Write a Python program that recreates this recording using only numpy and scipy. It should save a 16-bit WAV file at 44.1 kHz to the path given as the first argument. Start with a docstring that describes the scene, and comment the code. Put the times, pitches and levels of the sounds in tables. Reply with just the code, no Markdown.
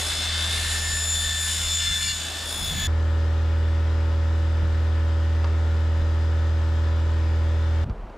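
"""In a timber shell, a circular saw with sixty alternately bevelled teeth cuts aluminium: periodic tooth
impacts give tones, chips hiss, the motor roars, and a generator drones through the walls. Handling or saw
vibration adds a lumpy rumble; from about 2.5 s wind buffets the microphone. The scene changes to the yard
beside the generator, whose engine cycle sets a harmonic series; a sill is set down with a tap.
A brief last scene lies farther off, in wind and quiet outdoor air with two knocks, in mono."""
import sys
import numpy as np
from scipy import signal
from scipy.fft import irfft
from scipy.io import wavfile
from scipy.ndimage import uniform_filter1d, map_coordinates

SR = 44100
rng = np.random.default_rng(int(sys.argv[2]) if len(sys.argv) > 2 else 0)


def put_to_file(sound):
    """Save the sound as 16-bit audio at rate SR, in the file named by the first command-line argument."""
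    columns = np.atleast_2d(sound).T  # one column per channel
    safe = np.clip(columns, -1, 1)
    whole_steps = np.round(safe * 32767)
    wavfile.write(sys.argv[1], SR, whole_steps.astype(np.int16))


N = 360605
TIME = np.arange(N) / SR
SCENE_CHANGES_S = (2.873, 7.846)
SCENE_INDEX = np.searchsorted(SCENE_CHANGES_S, TIME)

# Likeness of the two channels: (frequency [Hz], coherence [-1..1])
SAW_COHERENCE = [(60, 0.88), (130, 0.47), (290, 0.93), (630, 0.79), (1380, 0.77), (3030, 0.59),
                 (6640, 0.77), (14600, 0.19)]
YARD_COHERENCE = [(60, 0.8), (150, 0.95), (370, 0.97), (930, 0.63), (2330, 0.58), (5830, 0.56),
                  (14600, -0.41)]
# Stereo balance: (frequency [Hz], left over right [dB])
SAW_BALANCE = [(60, -0.5), (130, -5), (290, 0), (630, 0.5), (1380, 2), (3030, -0.5), (6640, 1.5),
               (14600, 6.5)]
YARD_BALANCE = [(60, 3.5), (180, -1), (540, 1.5), (1620, 4.5), (4850, 4), (14600, 8.5)]


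def saw(t):
    """Rotating machinery: every tone is an order, a multiple of the blade's rotation rate."""
    # Blade rotation: (time [s], speed [turns/s])
    blade_speed = [(0.0, 57.83), (0.22, 58.52), (0.6, 58.85), (1.1, 58.89), (1.54, 58.56), (1.8, 58.5),
                   (2.1, 58.2), (2.45, 58.25), (2.72, 58.1), (2.87, 57.6)]
    # Noise of cutting: (time [s], hiss [dB], roar [dB], sizzle [dB])
    noise_levels = [(0, -29.5, -39.5, -36), (.33, -29, -43, -50), (.58, -29.5, -41.5, -41.5),
                    (1.1, -33.5, -45, -40), (1.4, -33, -47, -36.5), (1.66, -31.5, -44.5, -37.5),
                    (1.8, -33.5, -49, -38.5), (2.12, -34.5, -51, -39.5), (2.22, -33.5, -43.5, -42.5),
                    (2.45, -35.5, -41, -45), (2.6, -36, -40.5, -44), (2.85, -33, -44.5, -63)]
    speed, = curves(blade_speed, t)
    turns = np.cumsum(speed) / SR
    hiss_db, roar_db, sizzle_db = curves(noise_levels, t)
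    tones = tooth_impacts(t, turns) + blade_wobble(t, turns) + grabbing_teeth(t, turns)
    return tones + chip_hiss(turns, speed.mean(), hiss_db, sizzle_db) + motor_roar(roar_db)


def tooth_impacts(t, turns, teeth=60):
    """Periodic impacts sound harmonics of the tooth rate; alternate bevels add half-multiples."""
    # The tooth tones: (frequency [multiples of the tooth rate])
    multiples = (.5, 1, 1.5, 2, 3)
    # One curve per tone as the blade works through the profile: (time [s], level [dB])
    levels = [
        [(0, -55), (.3, -45), (.7, -36.5), (1.0, -38.5), (1.12, -45.5), (1.25, -37.5), (1.52, -41), (1.62, -60),
         (1.76, -48), (1.83, -38.5), (2.15, -41.5), (2.23, -53), (2.42, -43), (2.62, -56), (2.76, -41.5),
         (2.87, -37)],
        [(0, -34.5), (.25, -32), (.5, -34), (.7, -36.5), (.86, -48), (1.1, -32), (1.4, -32), (1.54, -37),
         (1.62, -33.5), (1.75, -28.5), (1.92, -28.5), (2.1, -33.5), (2.18, -37), (2.5, -44), (2.64, -32.5),
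         (2.75, -35), (2.87, -31.5)],
        [(0, -50), (.18, -41), (.55, -55), (.8, -41), (1.1, -44.5), (1.4, -47), (1.6, -43), (1.85, -34.5),
         (1.98, -44), (2.08, -39), (2.22, -55), (2.45, -45), (2.65, -42.5), (2.75, -60)],
        [(0, -42), (.25, -52), (.5, -61), (.7, -36.5), (1.1, -28.5), (1.32, -35), (1.52, -33), (1.65, -35),
         (1.76, -29.5), (1.9, -38), (2.0, -34), (2.13, -32.5), (2.3, -45), (2.65, -44), (2.78, -36.5)],
        [(0, -41), (.12, -39), (.24, -50.5), (.6, -38.5), (1.1, -42), (1.22, -35.5), (1.32, -67), (1.42, -37),
         (1.6, -40.5), (1.9, -61), (2.02, -43), (2.33, -61), (2.52, -42), (2.66, -43), (2.87, -62)],
    ]
    # Direction of each tone: (left over right [dB], left phase lead [rad])
    directions = [(3.5, -0.67), (5, -0.29), (3, -0.35), (2, -0.7), (7, -1.14)]
    # Weaker tones that follow a tooth tone: (order [per turn], tone [index], relative level [dB])
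    followers = [(150, 4, -7), (210, 4, -17), (240, 4, -23), (29, 0, -10), (31, 0, -6), (59, 1, -17),
                 (61, 1, -16), (89, 2, -6), (121, 3, -18), (129, 3, -14)]
    tooth_db = [curves(rows, t)[0] + 1.2 * drift(len(t), 25).real for rows in levels]
    out = 0
    for multiple, db, direction in zip(multiples, tooth_db, directions):
        cycles = teeth * multiple * turns
        out += tone(cycles, db, .14, 30, *direction)
        out += tone(cycles, db - 17, 8, 200, *direction)  # uneven bites smear a skirt round the tone
    for k, leader, db in followers:
        out += tone(k * turns, tooth_db[leader] + db, rough=.77, per_s=60, left_db=k / 40, lead=-k / 200)
    return out


def blade_wobble(t, turns):
    """Modulation: a wobbling blade puts sidebands beside the tooth tones."""
    # Sidebands: (order [per turn], relative level [dB])
    sidebands = [(58, 0), (118, -4), (178, -10), (179, -12), (181, -14), (148, -16), (62, -10), (238, -14),
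                 (239, -13), (240, -15)]
    # Wobble near the end of the sawing: (start [s], end [s], level [dB])
    wobbling = [(2.51, 2.9, -39)]
    wobble_db = spells(wobbling, t, rest_db=-50)
    return sum(tone(k * turns, wobble_db + db, .59, 40, left_db=k / 60) for k, db in sidebands)


def grabbing_teeth(t, turns):
    """Friction-driven vibration: chatter and squeal swell as the teeth grab the metal."""
    # Spells of grabbing: (start [s], end [s], chatter [dB], squeal [dB])
    grabs = [(0.559, .9, -49, -53), (1.6, 1.7, -48, -60), (1.823, 1.936, -43, -50),
             (2.032, 2.121, -46, -40)]
    # Partials of each: (order [per turn], relative level [dB])
    chatter_orders = [(24, -4), (36, 0), (48, 0), (72, 0), (52, -3), (108, -4), (132, -5)]
    squeal_orders = [(40, 0), (48, 0), (50, -2), (72, 0), (74, -2), (80, 0)]
    chatter_db = spells([(start, end, db) for start, end, db, _ in grabs], t, rest_db=-59.5)
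    squeal_db = spells([(start, end, db) for start, end, _, db in grabs], t, rest_db=-59)
    chatter = sum(tone(k * turns, chatter_db + db, .8, 80, 1.8, -.36) for k, db in chatter_orders)
    squeal = sum(tone(k * turns, squeal_db + db, 1, 70, 2.3, -.3) for k, db in squeal_orders)
    return chatter + squeal


def chip_hiss(turns, turns_per_s, hiss_db, sizzle_db, split_hz=9000):
    """Broadband excitation: the noise of chips is coloured by the modes of blade and workpiece."""
    # Chip noise: (frequency [Hz], relative spectral density [dB])
    spectrum = [(530, -43), (900, -10), (1280, -7), (1660, -2), (1720, -2.5), (2230, -6), (3170, -7),
                (3530, 4), (4460, -5.5), (5320, -5), (6060, -11.5), (7230, -8), (12600, -31.5),
                (14000, -32), (15000, -78)]
    # Plate resonances: (frequency [Hz], width [Hz], boost [dB])
    modes = [(2650, 81, 8.5), (3056, 51, 13), (4660, 100, 7), (6520, 130, 6), (7500, 56, -2.5),
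             (8570, 58, -5), (8540, 160, 11.5), (11650, 100, 13), (13430, 90, 16)]
    runout = 1 + .15 * np.cos(2 * np.pi * turns)  # the blade bites harder once a turn
    runout += .072 * drift(len(turns), 29.5).real
    hz = np.arange(250) * turns_per_s
    order_db = resonant_db(hz, spectrum, modes) + 2.5 * rng.standard_normal(len(hz))  # no two bites alike
    bites = unit_rms(cyclic_wave(turns, order_db, 2.5, 1.2, at_hz(SAW_BALANCE, hz), per_s=4))
    chips = gain_of(-3) * bites + noise(len(turns), spectrum, SAW_COHERENCE, SAW_BALANCE, 1.2, modes)
    hiss = filtered(chips, 4, split_hz, "low")
    sizzle = filtered(chips, 4, split_hz, "high")
    return runout * (gain_of(hiss_db) * hiss + gain_of(sizzle_db) * sizzle)


def motor_roar(level_db):
    """Turbulence: motor and fan give broadband noise in the low and middle range."""
    # Roar: (frequency [Hz], relative spectral density [dB])
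    spectrum = [(76, -50), (130, -15), (194, -17), (227, -5), (526, -7), (635, -1.5), (997, -8.5),
                (1600, -8), (2080, -33), (3520, -120)]
    return gain_of(level_db) * noise(len(level_db), spectrum, SAW_COHERENCE, SAW_BALANCE, patchy_db=.51)


def near_generator(t, engine_db=-23, top_order=48):
    """A harmonic series on the engine cycle, rougher upward and led by the exhaust's second order."""
    # Engine rate: (time [s], speed [cycles/s])
    engine_speed = [(2.87, 40.0), (3.6, 40.05), (5.0, 40.1), (6.0, 40.16), (7.85, 40.14)]
    # Prominent harmonics: (order [per cycle], relative level [dB])
    strong_orders = [(1, -18), (2, 2), (3, -19.5), (4, -28), (6, -23), (7, -35.5), (8, -22.5), (10, -28.5),
                     (12, -28), (14, -22), (15, -31.5), (22, -32), (25, -33), (32, -31), (35, -32),
                     (37, -33), (43, -33.5), (46, -33)]
    speed, = curves(engine_speed, t)
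    turns = np.cumsum(speed) / SR
    orders = np.arange(top_order + 1)
    order_db = engine_db - 41.5 + 3 * rng.standard_normal(len(orders))  # the lesser orders scatter
    for k, db in strong_orders:
        order_db[k] = engine_db + db
    exhaust = tone(2 * turns, order_db[2], rough=.015, per_s=6.3, left_db=-.69, lead=.094)
    order_db[[0, 2]] = -np.inf  # no steady offset; the exhaust has its own direction
    balance = at_hz(YARD_BALANCE, orders * speed.mean())
    drone = cyclic_wave(turns, order_db, .0066 * orders, .0053 * orders, balance, per_s=9)
    return exhaust + drone + generator_casing(turns, speed.mean(), top_order)


def generator_casing(turns, cycles_per_s, top_order):
    """Forced vibration: resonant panels buzz above top_order and clatter in puffs with each cycle."""
    # Clatter: (frequency [Hz], relative spectral density [dB])
    spectrum = [(90, -30.5), (140, -9), (200, -13), (330, -11.5), (540, -11.5), (1250, -14.5), (2000, -18),
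                (2400, -20.5), (3500, -21.5), (7800, -34), (10600, -49), (12000, -39.5), (14200, -51.5),
                (15000, -66.5)]
    # Panel resonances: (frequency [Hz], width [Hz], boost [dB])
    modes = [(406, 120, 6), (950, 120, 5), (1290, 160, 3.5), (1796, 230, 4.5), (2950, 90, 4),
             (3520, 200, 3.5), (5070, 120, 5), (6330, 63, 3), (7530, 150, 3), (12000, 150, 4),
             (13450, 200, 3)]
    hz = np.arange(250) * cycles_per_s
    buzz_db = resonant_db(hz, spectrum, modes) + 3 * rng.standard_normal(len(hz))
    buzz_db[:top_order + 1] = -np.inf
    buzz = unit_rms(cyclic_wave(turns, buzz_db, .8, .6, at_hz(YARD_BALANCE, hz), per_s=8))
    puffs = 1 + sum(depth * np.cos(2 * np.pi * (k * turns + rng.random()))
                    for k, depth in [(1, .064), (2, .071), (3, .12), (5, .045)])
    clatter = puffs * noise(len(turns), spectrum, YARD_COHERENCE, YARD_BALANCE, 1, modes)
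    return gain_of(-41.5) * clatter + gain_of(-52) * buzz


def far_generator(t, cycle_hz=39.9):
    """Transmission loss rises with frequency, so only the lowest engine orders pass the walls."""
    # Drone indoors: (time [s], level [dB])
    levels = [(0, -34.5), (.17, -36.5), (.35, -31.5), (.9, -32), (1.9, -35), (2.3, -41), (2.55, -40.5),
              (2.87, -33.5)]
    # Its harmonics: (order [per cycle], relative level [dB])
    orders = [(1, -12), (2, 1.5), (3, -20), (4, -25), (5, -20.5), (6, -38)]
    drone_db, = curves(levels, t)
    return sum(tone(k * cycle_hz * t, drone_db + db, .03, 7.5, left_db=-.22) for k, db in orders)


def taps(tick_t60_s=.03, push_hz=95, length=8000):
    """Damped impacts: a bright tick, a dull body that rings longer, and a low push through the ground."""
    # Knocks: (time [s], body [dB], body T60 [s], tick [dB], push [dB])
    knocks = [(5.443, -30, 0.095, -33.5, -45), (5.472, -40, .1, -48, -50), (7.896, -43, .1, -44, -19.5),
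              (8.097, -44, 0.085, -55, -47)]
    out, t = np.zeros(N + length), TIME[:length]
    attack = np.minimum(t / .001, 1)
    for start, body_db, t60, tick_db, push_db in knocks:
        grit = rng.standard_normal(length)
        body = gain_of(body_db - 60 * t / t60) * filtered(grit, 3, [500, 1300])
        tick = gain_of(tick_db - 60 * t / tick_t60_s) * filtered(grit, 4, [1500, 5500])
        push = gain_of(push_db) * np.sin(2 * np.pi * push_hz * t) * np.exp(-((t - .007) / .014) ** 2)
        out[round(start * SR):][:length] += (body + tick) * attack - push
    return out[:N]


def rumble_and_wind():
    """Structure-borne rumble of handling or saw indoors; from about 2.5 s, wind on the microphone."""
    # Steady low noise, one row per scene: (deep band [dB], upper band [dB])
    floors = [(-46.5, -53), (-54, -71), (-40.5, -58)]
    # Bumps, then gusts from about 2.5 s: (peak time [s], length [s], deep band [dB], upper band [dB])
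    swells = [(1.163, .05, -43, -50), (1.89, .08, -38, -46), (2.066, .06, -43, -44),
              (2.648, .1, -36, -36.5), (2.737, 0.068, -42, -35), (2.823, 0.14, -35, -37),
              (4.632, 0.064, -37, -35), (4.76, .08, -36, -46), (5.756, .05, -41, -39.5),
              (6.013, 0.065, -34, -41), (7.879, 0.069, -43, -30.5), (7.92, .04, -32, -45),
              (8.037, 0.11, -43, -48.5)]
    deep = filtered(rng.standard_normal((2, N)), 3, [32, 56])
    upper = filtered(rng.standard_normal((2, N)), 3, [80, 200])
    gains = gain_of(np.transpose(floors)[:, SCENE_INDEX] + 3.8 * drift(N, 8.6).real)
    for peak, length, *db in swells:
        gains += np.outer(gain_of(db), np.exp(-(2 * (TIME - peak) / length) ** 2))
    mid, side = gains[0] * deep + gains[1] * upper
    return np.array([mid + .3 * side, mid - .3 * side])


def outdoor_air(length):
    """Ambient noise: a soft continuous spectrum that falls toward the treble."""
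    # Quiet air: (frequency [Hz], relative spectral density [dB])
    spectrum = [(120, -24), (200, -6), (262, -14), (357, -8), (550, -6.5), (761, -10), (864, -9.5),
                (1360, -17.5), (15000, -57.5)]
    return gain_of(-43.5) * noise(length, spectrum, YARD_COHERENCE, YARD_BALANCE, patchy_db=.9)


def gain_of(db):
    return 10 ** (np.asarray(db) / 20)


def unit_rms(x):
    return x / np.sqrt(np.mean(x ** 2) + 1e-20)


def filtered(x, order, edges_hz, kind="band"):
    """Band limiting, with the result scaled to unit rms."""
    return unit_rms(signal.sosfilt(signal.butter(order, edges_hz, kind, fs=SR, output="sos"), x))


def at_hz(points, hz):
    """Interpolation on a logarithmic frequency axis."""
    frequencies, values = np.transpose(points)
    return np.interp(np.log(hz + 1), np.log(frequencies + 1), values)


def curves(rows, t):
    """Linear interpolation in time, one curve per value column."""
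    times, *columns = np.transpose(rows)
    return [np.interp(t, times, column) for column in columns]


def drift(length, per_s):
    """Random modulation: a complex signal that takes per_s new values a second."""
    real, imag = rng.standard_normal((int(length / SR * per_s) + 2, 2)).T
    return np.interp(np.arange(length) / SR * per_s, np.arange(len(real)), real + 1j * imag) * np.sqrt(1.5)


def spells(rows, t, rest_db, swell_s=.076, die_s=.03):
    """Powers add: the wavering level [dB] of spells that swell and die above a resting floor."""
    power = sum(gain_of(2 * db) * np.interp(t, [start - swell_s, start, end, end + die_s], [0, 1, 1, 0]) ** 2
                for start, end, db in rows)
    return 10 * np.log10(power + gain_of(2 * rest_db)) + drift(len(t), 12).real


def resonant_db(hz, spectrum, modes):
    """Resonance: each mode raises a bell-shaped peak on a spectrum [dB]."""
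    return at_hz(spectrum, hz) + sum(db / (1 + (2 * (hz - f) / width) ** 2) for f, width, db in modes)


def tone(cycles, db, rough, per_s, left_db=0., lead=0.):
    """Line broadening: a stereo sinusoid of rms level db wanders in amplitude and phase."""
    wander = (1 + rough * drift(len(cycles), per_s)) / np.sqrt(1 + 2 * rough ** 2)
    phasor = np.sqrt(2) * gain_of(db) * wander * np.exp(2j * np.pi * (cycles + rng.random()))
    side = gain_of(left_db / 2) * np.exp(.5j * lead)
    return np.array([(phasor * side).real, (phasor / side).real])


def cyclic_wave(turns, order_db, rough, unlike, left_db, per_s):
    """Harmonic synthesis: orders 0, 1, 2... form a wave that repeats each turn and slowly changes."""
    size, frames = 4096, int(len(turns) / SR * per_s) + 2
    a, b, c, d = rng.standard_normal((frames, len(order_db), 4)).T
    steady = np.exp(2j * np.pi * rng.random(len(order_db)))
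    left = steady + rough * (a + 1j * b).T
    right = left + unlike * ((c + 1j * d).T + c[:, 0])
    spectra = np.array([left, right]) / np.sqrt(1 + 2 * rough ** 2)
    spectra *= gain_of(order_db + np.outer([.5, -.5], left_db))[:, None]
    waves = irfft(spectra, size) * size / np.sqrt(2)
    position = [TIME[:len(turns)] * per_s, (turns % 1) * size]
    return np.array([map_coordinates(wave, position, order=1, mode="grid-wrap") for wave in waves])


def noise(length, spectrum, coherence, balance, patchy_db, modes=()):
    """Partial coherence: two channels share part of a coloured noise with drifting patches of level."""
    frames, hz = length // 256 + 5, np.fft.rfftfreq(1024, 1 / SR)
    a, b, c, d, patches = rng.standard_normal((frames, len(hz), 5)).T
    patches = unit_rms(uniform_filter1d(uniform_filter1d(patches, size=10, axis=0), size=10, axis=1))
    shared = at_hz(coherence, hz)[:, None]
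    left = a + 1j * b
    right = shared * left + np.sqrt(1 - shared ** 2) * (c + 1j * d)
    spectra = np.array([left, right])
    spectra *= gain_of(resonant_db(hz, spectrum, modes)[:, None] + patchy_db * patches)
    spectra *= gain_of(np.outer([.5, -.5], at_hz(balance, hz)))[:, :, None]
    return unit_rms(signal.istft(spectra, nperseg=1024, noverlap=768)[1][:, :length])


def scene(fade_s=.003):
    """Superposition: low noise and taps are added to three scenes joined by short fades."""
    inside_t, yard_t, distant_t = (TIME[SCENE_INDEX == i] for i in range(3))
    inside = saw(inside_t) + far_generator(inside_t)
    yard = near_generator(yard_t)
    air = outdoor_air(len(distant_t))
    fade = np.prod([np.minimum(abs(TIME - s) / fade_s, 1) for s in SCENE_CHANGES_S], axis=0)
    return np.hstack([inside, yard, air]) * fade + rumble_and_wind() + taps()


def record(dry, cutoff_hz=14900):
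    """Mid-side mixing sets each scene's stereo width; a steep low-pass limits the band."""
    # Stereo width, one value per scene: (side gain [ratio])
    widths = (.85, 1., 0.)
    mid = (dry[0] + dry[1]) / 2
    side = (dry[0] - dry[1]) / 2 * np.take(widths, SCENE_INDEX)
    lowpass = signal.firwin(1023, cutoff_hz, window=("kaiser", 12), fs=SR)
    return signal.oaconvolve(np.array([mid + side, mid - side]), lowpass[None], "same")


dry = scene()
out = record(dry)
put_to_file(out)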